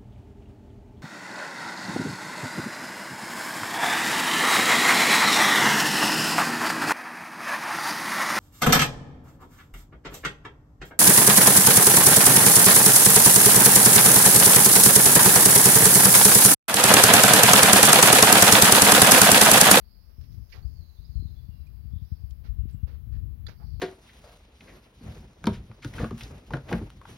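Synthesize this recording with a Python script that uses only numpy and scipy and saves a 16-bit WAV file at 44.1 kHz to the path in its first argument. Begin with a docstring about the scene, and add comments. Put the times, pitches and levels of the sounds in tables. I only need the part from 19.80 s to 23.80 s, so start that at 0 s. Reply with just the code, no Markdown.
"""Dull handling knocks and buffeting rumble shake the left microphone port of a hand-held phone
as it moves along the steel frame of a trampoline outdoors. On the right, two spring hooks slip
and click, the fittings rasp, and the frame thuds as it settles, among small scuffs and ticks.
Distant birds whistle through foliage over a quiet background of air and hiss."""
import sys
import numpy as np
from scipy import signal
from scipy.fft import rfft, irfft
from scipy.io import wavfile

SR = 44100
rng = np.random.default_rng(int(sys.argv[2]) if len(sys.argv) > 2 else 0)


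def persist_wave(psi):
    """Save psi, clipped to +-1, as 16-bit WAV."""
    counts = np.round(np.clip(psi, -1, 1) * 32767).astype(np.int16)
    wavfile.write(sys.argv[1], SR, np.atleast_2d(counts).T)


N = 176400
T = np.arange(N) / SR


def amp(db):
    return 10 ** (np.asarray(db) / 20)


def unit_rms(x):
    return x / np.sqrt(np.mean(x ** 2))


def unit_peak(x):
    return x / np.abs(x).max()


def noise(spectrum, size=N, tilt_db_per_oct=0):
    """Noise shaped by (frequency [Hz], density [dB/Hz]) points, tilted about 2 kHz."""
    hz, db = np.array(spectrum).T
    octave = np.log2(np.maximum(np.fft.rfftfreq(size, 1 / SR), 1) / 2000)
    shape_db = np.interp(octave, np.log2(hz / 2000), db) + tilt_db_per_oct * octave
    return irfft(rfft(rng.standard_normal(size)) * amp(shape_db), size) * np.sqrt(SR / 2)


def wander(rate_hz, size=N):
    """Smooth random wander, spread near 1."""
    steps = np.arange(size) * rate_hz / SR
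    return np.interp(steps, np.arange(8192), rng.standard_normal(8192))


def swell(age_s, length_s, attack_s, release_s):
    """Linear attack, hold until length_s, exponential release."""
    return np.clip(age_s / attack_s, 0, 1) * np.exp(-np.maximum(age_s - length_s, 0) / release_s)


def resonate(x, hz, width_hz):
    """Steep resonance: one band-pass applied twice."""
    b, a = signal.iirpeak(min(hz, .4 * SR), hz / width_hz, fs=SR)
    return signal.lfilter(b, a, signal.lfilter(b, a, x))


def add_from_right(out, start_s, x, left_db):
    """Mix in a sound: direct at the right port, scattered at the left."""
    i = max(int(start_s * SR), 0)
    right = x[:N - i]
    scatter = rng.standard_normal(700)
    left = signal.fftconvolve(right, scatter / np.linalg.norm(scatter))[:len(right)]
    out[:, i:i + len(right)] += np.array([amp(left_db) * left, right])


# Noise floor (frequency [Hz], left density [dB/Hz], right density [dB/Hz])
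FLOOR_SPECTRUM = [(20.7, -74, -100), (69, -60.5, -94.5), (116, -85, -104), (183, -82, -105),
                  (277, -94, -105), (1070, -106, -108), (4140, -119, -113), (5700, -121, -119),
                  (8300, -128, -130), (10340, -115, -117), (11930, -109, -112), (16000, -109, -111)]


def background():
    """Still outdoor air and microphone hiss, uncorrelated between ports."""
    left = noise([(hz, db) for hz, db, _ in FLOOR_SPECTRUM])
    right = noise([(hz, db) for hz, _, db in FLOOR_SPECTRUM])
    return np.array([left, right])


def glide(length_s, from_hz, to_hz, waver_hz, waver_rate_hz):
    """One note, arched in level, sliding and wavering in pitch."""
    progress = np.linspace(0, 1, int(length_s * SR))
    hz = from_hz + (to_hz - from_hz) * progress + waver_hz * wander(waver_rate_hz, len(progress))
    arch = 2 * np.sqrt(progress * (1 - progress))
    return arch * np.sin(2 * np.pi * np.cumsum(hz) / SR)


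def spread(x, decay_s):
    """Decaying scattered paths, different per port, at unit power gain."""
    paths = rng.standard_normal((2, SR)) * np.exp(-T[:SR] / decay_s)
    paths /= np.linalg.norm(paths, axis=1, keepdims=True)
    return signal.fftconvolve(x, paths, axes=1)[:, :N]


# Clear bird notes (time [s], length [s], start pitch [Hz], end pitch [Hz], level [dB])
WHISTLES = [(.805, 0.06, 4040, 5100, -61), (.855, .05, 5150, 5100, -66), (0.945, .09, 4750, 3900, -60),
            (1.035, .1, 4120, 3850, -68), (1.168, 0.06, 3500, 4500, -62), (1.21, .06, 4650, 5000, -63),
            (1.312, 0.067, 4456, 4090, -60), (1.365, 0.053, 4100, 4070, -57.5),
            (1.42, 0.075, 4100, 3580, -67), (1.547, 0.053, 3320, 3520, -67.5), (1.68, .13, 2900, 2620, -71),
            (1.715, 0.11, 4000, 3960, -72), (2.775, 0.05, 2820, 2740, -75), (2.935, 0.07, 2850, 2730, -76)]
# Farther, blurred calls (time [s], length [s], start pitch [Hz], end pitch [Hz], level [dB])
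FAR_CALLS = [(0, 0.29, 4590, 4840, -64.5), (0.194, 0.57, 5440, 4690, -67.5), (.35, 1.3, 6300, 6390, -78),
             (0.815, 1.1, 4670, 4693, -71.5), (1.591, 1.04, 4770, 4784, -74),
             (2.099, 0.2, 3300, 4160, -69.5), (2.195, 0.22, 5330, 4850, -67.5),
             (3.735, 0.28, 4960, 4340, -63.5)]


def birds(foliage_decay_s=.011, garden_t60_s=.86, garden_db=4):
    """Gliding whistles smeared by foliage and garden echo; farther calls arrive as a blur."""
    song = np.zeros((2, N))
    for start_s, length_s, from_hz, to_hz, db in WHISTLES:
        note = glide(length_s, from_hz, to_hz, waver_hz=.014 * from_hz, waver_rate_hz=296)
        add_from_right(song, start_s, amp(db) * note, left_db=-18)
    for start_s, length_s, from_hz, to_hz, db in FAR_CALLS:
        call = glide(length_s, from_hz, to_hz, waver_hz=400, waver_rate_hz=700)
        blurred = call * wander(rate_hz=400, size=len(call))
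        add_from_right(song, start_s, amp(db) * blurred, left_db=-18)
    foliage = spread(song, foliage_decay_s)
    echo = amp(garden_db) * spread(song, garden_t60_s / np.log(1000))
    return (foliage + echo) / np.sqrt(2)


# Scuffs and rasps (time [s], length [s], level [dB], tilt [dB/octave])
SCUFFS = [(0.283, 0.023, -62, -3), (0.4, 0.042, -65, 4), (0.511, 0.037, -66, 9), (0.688, 0.068, -60, 7.5),
          (0.732, 0.036, -52, 1), (2.635, 0.038, -58, 1), (2.88, 0.027, -64.5, 4),
          (3.068, 0.018, -51, -1.5), (3.103, 0.047, -62, -0.5), (3.313, 0.061, -64, 0.6),
          (3.675, 0.014, -45, 1), (3.695, 0.03, -61, -9)]
# Rubbing noise (frequency [Hz], relative level [dB])
SCUFF_SPECTRUM = [(20, -49.5), (100, -15), (300, 4.5), (480, 5.5), (800, -4), (1300, -1.5), (2000, -3),
                  (3200, -9), (4800, -7.5), (6500, -20.5), (8200, -45.5), (11500, -23.5), (16000, -40)]


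def scuffs(grain_rate_hz=1900, grain_db=3):
    """Short grainy rubs: noise with a fast random level flutter."""
    out, age_s = np.zeros((2, N)), T[:SR // 4]
    for start_s, length_s, db, tilt_db_per_oct in SCUFFS:
        friction = noise(SCUFF_SPECTRUM, len(age_s), tilt_db_per_oct)
        rub = unit_rms(friction * amp(grain_db * wander(grain_rate_hz, len(age_s))))
        envelope = swell(age_s, length_s, attack_s=.013, release_s=.026)
        add_from_right(out, start_s, amp(db) * envelope * rub, left_db=-25)
    return out


def bass_cut(x, cutoff_hz=57.7):
    """Microphone high-pass; makes every push swing a few times."""
    return signal.sosfilt(signal.butter(6, cutoff_hz, btype="high", fs=SR, output="sos"), x)


# Buffeting surges (time [s], length [s], left level [dB])
SURGES = [(.381, .225, -34.5), (.74, .09, -41), (.83, .19, -36), (1.185, .85, -40.5), (1.355, .17, -36),
          (2.045, .19, -37), (2.3, .34, -40), (2.65, .34, -34.5), (3.06, .19, -36), (3.265, .23, -30.5),
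          (3.5, .2, -35.5), (3.7, .14, -39), (3.845, .16, -33)]
# Buffeting before the bass cut (frequency [Hz], relative level [dB])
BUFFET_SPECTRUM = [(20, 1), (45, 10.5), (70, 3), (100, -2.5), (150, -11), (220, -24.5), (330, -33),
                   (600, -51), (1500, -114)]


def buffeting(flutter_db=1.5, flutter_rate_hz=29.775, shelter_db=-27):
    """Fluttering surges of rumble, uncorrelated between ports; the right port is sheltered."""
    surges = [amp(db) * swell(T - start_s, length_s, attack_s=.0049, release_s=.035)
              for start_s, length_s, db in SURGES]
    ports = []
    for port_db in (0, shelter_db):
        rumble = bass_cut(noise(BUFFET_SPECTRUM))
        flutter = amp(flutter_db * wander(flutter_rate_hz))
        ports.append(amp(port_db) * unit_rms(rumble * flutter))
    return np.max(surges, axis=0) * np.array(ports)


# Handling knocks (time [s], peak level [dB], rise [ms])
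KNOCKS = [(0.383, -26, 5.1), (0.619, -35, 4.5), (0.781, -31.5, 5), (0.85, -20.5, 6.1), (1.293, -27.5, 5.6),
          (1.355, -18, 5.5), (1.372, -23.5, 5), (1.395, -23, 4.2), (1.426, -27.5, 1.44),
          (1.455, -22.5, 4.1), (1.69, -25, 3.56), (2.056, -27, 4.4), (2.135, -22.5, 3.2), (2.16, -25, 4.2),
          (2.221, -26, 4.3), (2.32, -19, 3.74), (2.438, -24, 5.3), (2.514, -27, 8.4), (2.691, -22, 8.8),
          (2.788, -15.5, 7.5), (2.835, -22, 4.4), (2.856, -24.5, 1.65), (2.946, -22.5, 3),
          (3.033, -16, 4.36), (3.274, -29, 4.2), (3.322, -22, 7), (3.366, -22, 4.6), (3.432, -21.5, 5.4),
          (3.841, -24, 5.2), (3.939, -24.5, 4.5)]


def knocks(relax_s=.026, cutoff_hz=420):
    """Sudden, rounded pushes on the left port that relax slowly."""
    left = np.zeros(N)
    for start_s, db, rise_ms in KNOCKS:
        near = np.abs(T - start_s) < .2
        age_s = T[near] - start_s
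        rise = 1 + np.tanh(2 * age_s / (rise_ms / 1000))
        push = rise / (1 + np.exp(age_s / relax_s))
        left[near] += amp(db) * unit_peak(bass_cut(push))
    lowpass = signal.butter(6, cutoff_hz, fs=SR, output="sos")
    return np.array([signal.sosfiltfilt(lowpass, left), np.zeros(N)])


SNAP_DELAY_S = .02


def slip(decay_s, build_s=.0012):
    """Burst of tiny contacts: builds to a snap at SNAP_DELAY_S, then dies away."""
    age_s = T[:SR // 4] - SNAP_DELAY_S
    return rng.standard_normal(len(age_s)) * np.exp(np.minimum(age_s / build_s, -age_s / decay_s))


# One click per spring fitting (time [s], peak level [dB], decay [s])
CLICKS = [(0.7235, -34.5, 0.01), (3.667, -28, 0.0019)]
# One mode list per fitting (frequency [Hz], relative level [dB])
FITTING_MODES = [
    [(1920, 1.5), (2280, 2.5), (2680, -3), (4500, -3), (4900, -2.5), (5350, -5)],
    [(1350, -7), (1750, -3.5), (3500, 1), (4100, 1), (4700, -1.5), (6700, -16), (11200, -15.5)],
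]


def fitting_clicks(rebound_s=.0045, rebound_db=-7.5, width_hz=275, crack_db=-21.5):
    """Spring hooks slip in their holes, rebound once and ring their damped modes."""
    out = np.zeros((2, N))
    for (start_s, db, decay_s), modes in zip(CLICKS, FITTING_MODES):
        force = slip(decay_s)
        force = force + amp(rebound_db) * np.roll(force, int(rebound_s * SR))
        ring = sum(amp(mode_db) * unit_rms(resonate(force, hz, width_hz)) for hz, mode_db in modes)
        click = unit_rms(ring) + amp(crack_db) * unit_rms(force)
        add_from_right(out, start_s - SNAP_DELAY_S, amp(db) * unit_peak(click), left_db=-41)
    return out


# Frame settling after each click (time [s], level [dB], decay [s])
THUDS = [(.741, -54.5, .02), (.766, -56, .025), (.823, -62, .022), (3.794, -52.5, .022),
         (3.815, -52.5, .016)]
# Steel frame modes (frequency [Hz], width [Hz], relative level [dB])
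FRAME_MODES = [(470, 260, -3), (760, 300, 0), (1080, 500, -6)]


def frame_thuds(attack_s=.011):
    """Soft, rattly blows ring the frame's damped low modes."""
    out, age_s = np.zeros((2, N)), T[:SR // 4]
    for start_s, db, decay_s in THUDS:
        rattle = rng.standard_normal(len(age_s))
        ring = sum(amp(mode_db) * unit_rms(resonate(rattle, hz, width_hz))
                   for hz, width_hz, mode_db in FRAME_MODES)
        envelope = swell(age_s, attack_s, attack_s, decay_s)
        add_from_right(out, start_s, amp(db) * envelope * unit_rms(ring), left_db=-13)
    return out


# Small ticks (time [s], peak level [dB], frequency [Hz], width [Hz], decay [s])
TICKS = [(1.868, -58, 2450, 200, .01), (1.87, -59, 7000, 6000, .003), (2.503, -58, 10500, 4000, .004),
         (2.509, -45.5, 4000, 4000, .003), (2.911, -55, 10000, 4000, .003), (2.928, -63, 7850, 900, .025),
         (3.338, -59, 1800, 200, .035)]


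def fitting_ticks():
    """Smaller slips, each ringing one mode."""
    out = np.zeros((2, N))
    for start_s, db, hz, width_hz, decay_s in TICKS:
        tick = resonate(slip(decay_s), hz, width_hz)
        add_from_right(out, start_s - SNAP_DELAY_S, amp(db) * unit_peak(tick), left_db=-41)
    return out


def scene():
    return (background() + birds() + scuffs() + buffeting() + knocks()
            + fitting_clicks() + frame_thuds() + fitting_ticks())


def record(dry):
    """The phone's steep treble cut."""
    cutoff_hz = 15750
    return signal.sosfilt(signal.ellip(10, .2, 80, cutoff_hz, fs=SR, output="sos"), dry)


dry = scene()
out = record(dry)
persist_wave(out)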